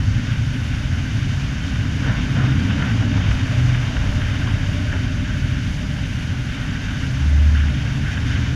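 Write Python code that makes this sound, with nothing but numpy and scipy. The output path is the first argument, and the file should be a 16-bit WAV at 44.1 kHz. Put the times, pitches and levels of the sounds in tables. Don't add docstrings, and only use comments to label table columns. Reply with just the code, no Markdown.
import sys
import numpy as np
from scipy import signal
from scipy.fft import rfft, irfft, next_fast_len
from scipy.io import wavfile

SR = 44100
rng = np.random.default_rng(int(sys.argv[2]) if len(sys.argv) > 2 else 0)


def log_audio(samples):
    frames = np.atleast_2d(samples).T
    limited = np.clip(frames, -1, 1)
    pcm = np.round(limited * 32767).astype(np.int16)
    wavfile.write(sys.argv[1], SR, pcm)


def how_loud(loudness_db):
    steps = np.asarray(loudness_db, float) / 20
    return 10 ** steps


N = 377055

# pitch in Hz, level in dB per Hz.
AIR_COLOUR = [(2300, -36), (3900, -1.5), (4700, 2.5), (6300, 1), (7020, -5.5), (8220, -19), (9100, -14.5),
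              (10000, -18.5), (10500, -17.5), (11900, -23), (12600, -26.5), (14000, -28), (15600, -36)]
# pitch in Hz, level in dB rms.
WHINES = [(8780, -79), (11687, -84), (11719, -82), (14626, -93)]
AIR_DB, AIR_FOLLOWS_ROAD, AIR_GUST_DB = -44.5, 0.35, 0.47

# time in seconds, lift in dB, length in seconds.
HUMS = [
    (3.17, 11, .15),
    (3.547, 10, 0.1),
    (4.05, 10, .2),
    (4.8, 10, 0.47),
    (5.447, 5, 0.14),
    (5.9, 4.5, 0.21),
    (7.4, 3, .3),
    (7.798, 7, 0.068),
]
PANEL_HZ, PANEL_WIDTH_HZ = 597, 59
PANEL_QUIET_DB, PANEL_FLUTTER_DB = -54, 1

# pitch in Hz, level in dB per Hz.
BOOM_COLOUR = [(12, -30), (20, -11), (40, -4.5), (65, -1), (90, 3), (118, 3.5), (140, -0.5), (165, -7.5),
               (200, -10.5), (272, -10.5), (290, -13.5), (315, -23.5), (400, -29.5), (600, -46)]
# mean level in dB, share of the wall echo from 0 to 1,
# lift in the tight stretch in dB, chance drift in dB.
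BOOM_PARTS = [
    (-32.5, .2, -2.5, .5),
    (-26.5, 0.7, -0.5, .5),
    (-34, 0.27, 7, .5),
    (-33.5, 0.29, 3.5, .5),
]
# time in seconds, lift in dB, length in seconds.
BUFFETS = [
    (.1, 7, 0.12),
    (.76, 6.5, 0.13),
    (2.19, 6, .2),
    (3.3, 8, .15),
    (3.7, 1, .15),
    (4.062, 8, .12),
    (4.6, 2, 0.33),
    (5.6, 5, .2),
    (7.45, 3, 0.28),
]
# time in seconds, strength of their echo in dB.
WALLS = [(0, -1), (.4, 0.5), (.75, -5.5), (1.2, 1.5), (1.6, -5), (2.2, -1), (2.7, 7.5), (3.3, 2), (3.7, 2),
         (3.9, -0.5), (4.1, 5), (5.1, 1), (5.6, 1), (5.9, -7), (6.9, -2), (7.5, -3.5), (8.0, -1.5),
         (8.55, 4.5)]
NARROWS_S, NARROWS_LENGTH_S = 2.51, 0.64

# time in seconds, peak level in dB, centre pitch in Hz.
KNOCKS = [(1.757, -23, 1520), (2.0847, -21, 1480), (2.5186, -19, 1680), (2.5966, -19, 1580),
          (2.6593, -27, 1540), (2.704, -21, 1460), (2.823, -13.5, 1360), (3.0046, -24, 1430),
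          (3.3113, -15, 1550), (3.3862, -20, 1520), (3.515, -20, 1690), (3.746, -26, 902),
          (3.747, -15.5, 1550), (3.8312, -19.5, 1510), (3.9668, -16.5, 1540), (4.217, -17, 1530),
          (4.2847, -19, 1520), (4.4716, -22, 1140), (4.485, -20, 1530), (4.9274, -22, 1440),
          (4.936, -22, 1520), (7.5518, -26, 1780), (7.568, -25, 1530), (7.684, -19, 1590),
          (8.129, -25, 1500), (8.1706, -20, 1480), (8.1762, -20, 1570), (8.309, -24, 1580),
          (8.357, -18, 1640), (8.4737, -22, 1590)]

# pitch in Hz, level in dB per Hz.
TYRE_COLOUR = [(190, -52), (330, -10.5), (426, -5.5), (533, -3), (599, -3), (725, -3), (1030, -4),
               (1290, -3.5), (1530, 3.5), (1990, -7.5), (2550, -12.5), (2960, -10), (3390, -14),
               (3660, -14), (4200, -35), (5460, -20), (9240, -120)]
# mean level in dB, share of the road roughness from 0 to 1,
# share of a stone patch from 0 to 1.
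TYRE_PARTS = [
    (-45, 1, 0.96),
    (-41, 0.5, 0.79),
    (-38, 0.5, .25),
]
# time in seconds, lift over a smooth road in dB.
ROAD = [(0, -0.5), (1, 0.8), (2.0, 2), (2.06, 2.5), (2.9, 5), (3.6, 5.5), (4.4, 3), (5.05, 1.5),
        (5.2, -0.3), (6.2, 0), (7, 0.3), (8.55, 2.1)]
# time in seconds, lift in dB, length in seconds, coarseness from 0 to 1.
PATCHES = [(0.29, 6, 0.055, 0.2), (.71, 1.5, 0.3, .1), (2.084, 7.5, .12, 0.9), (2.405, 8, 0.13, .95),
           (2.71, 5.5, 0.033, .5), (2.82, 5.5, 0.092, .95), (3.027, 5, 0.028, 0.7), (3.17, 5, 0.056, .6),
           (3.312, 2, 0.02, .8), (3.475, 2, .08, 0.3), (3.75, 1.5, .06, .5), (4.018, 2, .08, 0.7),
           (4.19, 3, .05, .9), (4.356, 3, .05, 0.8), (4.493, 7, 0.018, .4), (4.93, 5.5, .03, .95),
           (5.27, 5, .1, .05), (5.45, 3, 0.11, .05), (6.91, 4.5, .2, 0.2), (6.6, 3.5, 0.27, 0.1),
           (7.588, 7, 0.095, .05), (8.08, 8, 0.093, .05), (8.315, 6, 0.13, .05)]

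# time in seconds, four-stroke cycles per second.
SPEED = [(0.0, 12.34), (0.48, 12.98), (0.95, 13.31), (1.43, 13.62), (1.9, 14.06), (2.38, 14.36),
         (2.85, 14.12), (3.33, 14.08), (3.8, 13.58), (4.28, 13.49), (4.75, 13.27), (5.23, 13.18),
         (5.7, 13.48), (6.18, 13.88), (7.13, 14.37), (7.6, 14.76), (8.08, 14.91), (8.55, 14.96)]
# order (multiple of the cycle), mean level in dB.
STRONG_ORDERS = [(3, -44), (5, -39), (6, -38.5), (7, -35), (8, -38.5), (9, -37), (10, -39.5), (11, -41.5)]
# order (multiple of the cycle), mean level in dB.
FAINT_ORDERS = [(2, -48), (4, -37), (12, -40.5), (14, -44), (18, -51), (19, -44.5)]
# time in seconds, order, peak level in dB, length in seconds.
SWELLS = [(0.02, 5, -26.5, .12), (0.884, 5, -32, 0.15), (1.79, 5, -30.5, 0.17), (4.02, 5, -23.5, 0.097),
          (4.4, 5, -31, .15), (4.98, 5, -34, .11), (5.374, 5, -38, 0.14), (7.425, 5, -11, 0.17),
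          (7.644, 5, -20, .09), (8.36, 5, -28.5, 0.47), (0.953, 7, -30, .15), (1.304, 7, -30, 0.1),
          (1.9, 7, -32, .2), (2.975, 7, -28, 0.17), (3.357, 7, -26, 0.33), (4.1, 7, -29, 0.15),
          (4.617, 7, -27.5, 0.33), (5.087, 7, -34, 0.14), (5.416, 7, -33, 0.35), (7.92, 7, -33, 0.23),
          (0.086, 8, -22.5, 0.087), (1.154, 8, -23.5, 0.1), (1.793, 8, -24, 0.066), (3.0, 8, -22, 0.17),
          (8.415, 8, -27, 0.19), (0.3, 9, -24, 0.42), (2.457, 9, -22.5, .19), (3.675, 9, -18, .19),
          (7.146, 9, -23.5, .11), (3.75, 3, -30, 0.25)]
# time in seconds, order, peak level in dB, length
# in seconds.
MORE_SWELLS = [(4.1, 3, -31, .15), (4.62, 3, -33, 0.12), (5.15, 3, -37, 0.18), (.6, 6, -30, 0.4),
               (1.65, 6, -37, .2), (2.6, 6, -28, .15), (3.6, 6, -30, 0.22), (5.5, 6, -33, 0.12),
               (6.33, 6, -32, 0.22), (.95, 10, -28, 0.19), (1.29, 10, -30, 0.16), (1.4, 10, -29, 0.14),
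               (5.4, 10, -30, .13), (5.9, 10, -32, 0.22), (7.95, 9, -29.5, 0.1), (0.33, 11, -29, 0.32),
               (4.62, 11, -35, 0.1), (6.7, 11, -30.5, 0.11), (2.05, 9, -28, 0.081), (5.61, 9, -27.5, .1),
               (6.3, 9, -30.5, 0.22), (7.8, 9, -27, 0.13), (7.22, 5, -24, 0.09), (2.09, 8, -24.5, 0.079)]
ORDER_FADE_DB, ORDER_FADE_RATE, ORDER_FOLLOWS_WALLS = 1.5, 1.6, 0.3
ECHO_FLUTTER_DB, ECHO_FLUTTER_RATE, PHASE_WANDER = 0.8, 8.0, 0.15

SWELL_RISE, PATCH_RISE = 0.78, 0.39

# pitch in Hz, width in Hz, share removed from 0 to 1.
HOUSING_DIPS = [(3406, 120, 0.68), (3970, 180, 0.08), (5240, 850, 0.39), (10940, 500, 0.44),
                (14450, 500, .4)]
FADE_S = 0.0015


def rms_one(x):
    return x / np.sqrt(np.mean(x ** 2) + 1e-20)


def in_time(rows):
    s, *columns = np.transpose(rows)
    return [np.interp(np.arange(N) / SR, s, column) for column in columns]


def drift(rate):
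    r = np.exp(-80 * np.pi * rate / SR)
    noise = rng.standard_normal(N // 40 + 2002)
    slow = signal.lfilter([1], [1, -2 * r, r * r], noise)[2000:]
    return np.interp(np.arange(N) / 40, np.arange(len(slow)), rms_one(slow))


def bump(s, length_s, rise):
    bell = np.zeros(N)
    t = np.arange(N) / SR - s
    near = slice(*np.searchsorted(t, [-4 * length_s, 4 * length_s]))
    side = np.where(t[near] < 0, rise, 1)
    bell[near] = np.exp(-(t[near] / (length_s * side)) ** 2)
    return bell


def resonance(x, hz, width_hz):
    r = np.exp(-np.pi * width_hz / SR)
    ring = [1, -2 * r * np.cos(2 * np.pi * hz / SR), r * r]
    return signal.lfilter([(1 - r * r) / 2, 0, (r * r - 1) / 2], ring, x)


def noise_parts(colour, splits, patchy_db, rate):
    size = next_fast_len(N)
    hz = np.maximum(np.arange(size // 2 + 1) * SR / size, 1)
    colour_hz, colour_db = np.transpose(colour)
    shape_db = np.interp(np.log(hz), np.log(colour_hz), colour_db, -120, -120)
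    whole = rfft(rng.standard_normal(size)) * how_loud(shape_db)
    above = [1] + [1 / (1 + (edge / hz) ** 16) for edge in splits] + [0]
    parts = [irfft(whole * (a - b), size)[:N] for a, b in zip(above, above[1:])]
    return [rms_one(part * how_loud(patchy_db * drift(rate))) for part in parts]


def air():
    low, high = noise_parts(AIR_COLOUR, [7800], patchy_db=0.75, rate=24)
    low_db = AIR_DB + AIR_FOLLOWS_ROAD * in_time(ROAD)[0] + AIR_GUST_DB * drift(1.9)
    high_db = AIR_DB - 15.0 + 0.75 * drift(4)
    out = how_loud(low_db) * low + how_loud(high_db) * high
    t = np.arange(N) / SR
    for hz, db in WHINES:
        out = out + np.sqrt(2) * how_loud(db) * np.sin(2 * np.pi * hz * t + 0.8 * drift(6))
    return out


def panel():
    shake = resonance(rng.standard_normal(N), PANEL_HZ, PANEL_WIDTH_HZ)
    hum = rms_one(resonance(shake, PANEL_HZ, PANEL_WIDTH_HZ))
    bumps_db = sum(db * bump(s, length_s, SWELL_RISE) for s, db, length_s in HUMS)
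    return how_loud(PANEL_QUIET_DB + bumps_db + PANEL_FLUTTER_DB * drift(3.6)) * hum


def boom():
    parts = noise_parts(BOOM_COLOUR, [65, 150, 220], patchy_db=0.66, rate=4.7)
    buffets_db = sum(db * bump(s, length_s, SWELL_RISE) for s, db, length_s in BUFFETS)
    parts[0] = parts[0] * how_loud(buffets_db)
    walls_db = in_time(WALLS)[0]
    narrows = bump(NARROWS_S, NARROWS_LENGTH_S, rise=0.98)
    out = np.zeros(N)
    for (db, echo, tight_db, chance_db), part in zip(BOOM_PARTS, parts):
        out += how_loud(db + echo * walls_db + tight_db * narrows + chance_db * drift(1.9)) * part
    return out


def knocks():
    out = np.zeros(N)
    t = np.arange(1500) / SR
    muffle = signal.butter(4, 3800, fs=SR, output="sos")
    for s, peak_db, hz in KNOCKS:
        scratch = rng.standard_normal(len(t)) * np.exp(-t / 0.0051)
        scratch = signal.sosfilt(muffle, scratch)
        knock = resonance(scratch, hz, 290) - 0.37 * resonance(scratch, 3100, 600)
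        at = round(s * SR)
        out[at:at + len(t)] += how_loud(peak_db - 3.0) * knock / np.abs(knock).max()
    return out


def tyres():
    parts = noise_parts(TYRE_COLOUR, [1300, 2000], patchy_db=0.85, rate=13.0)
    road_db = in_time(ROAD)[0]
    coarse_db, stone_db = np.zeros(N), np.zeros(N)
    for s, db, length_s, coarseness in PATCHES:
        lift_db = db * bump(s, length_s, PATCH_RISE)
        stone_db += lift_db
        coarse_db += coarseness * lift_db
    out = np.zeros(N)
    for (db, rough, share), lift_db, part in zip(TYRE_PARTS, (coarse_db, stone_db, stone_db), parts):
        out += how_loud(db + rough * road_db + share * lift_db) * part
    return how_loud(0.39 * drift(24)) * out


def order_tone(turns, order, level, wobble):
    phase = 2 * np.pi * (order * turns + rng.random()) + wobble * drift(2.0)
    return np.sqrt(2) * level * np.sin(phase)


def engine():
    turns = np.cumsum(in_time(SPEED)[0]) / SR
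    walls_db = in_time(WALLS)[0]
    out = np.zeros(N)
    for order, db in STRONG_ORDERS:
        level = how_loud(db + ORDER_FOLLOWS_WALLS * walls_db + ORDER_FADE_DB * drift(ORDER_FADE_RATE))
        for s, swelling_order, peak_db, length_s in [*SWELLS, *MORE_SWELLS]:
            if round(swelling_order) == round(order):
                level += how_loud(peak_db) * bump(s, length_s, SWELL_RISE)
        flutter = how_loud(ECHO_FLUTTER_DB * drift(ECHO_FLUTTER_RATE))
        out += order_tone(turns, round(order), level * flutter, PHASE_WANDER)
    for order, db in FAINT_ORDERS:
        out += order_tone(turns, order, how_loud(db + 2.4 * drift(0.87)), wobble=0.45)
    return out


def scene():
    return (air() + panel() + boom() + knocks() + tyres() + engine())[None, :]


def roll_off(x):
    return signal.sosfilt(signal.butter(12, 15200, fs=SR, output="sos"), x)


def record(dry):
    from_start = np.arange(N)
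    to_nearest_end_s = np.minimum(from_start, from_start[::-1]) / SR
    mix = dry * np.minimum(to_nearest_end_s / FADE_S, 1)
    for hz, width_hz, share in HOUSING_DIPS:
        mix = mix - np.clip(share, 0, 1) * resonance(mix, hz, width_hz)
    return roll_off(mix)


dry = scene()
out = record(dry)
log_audio(out)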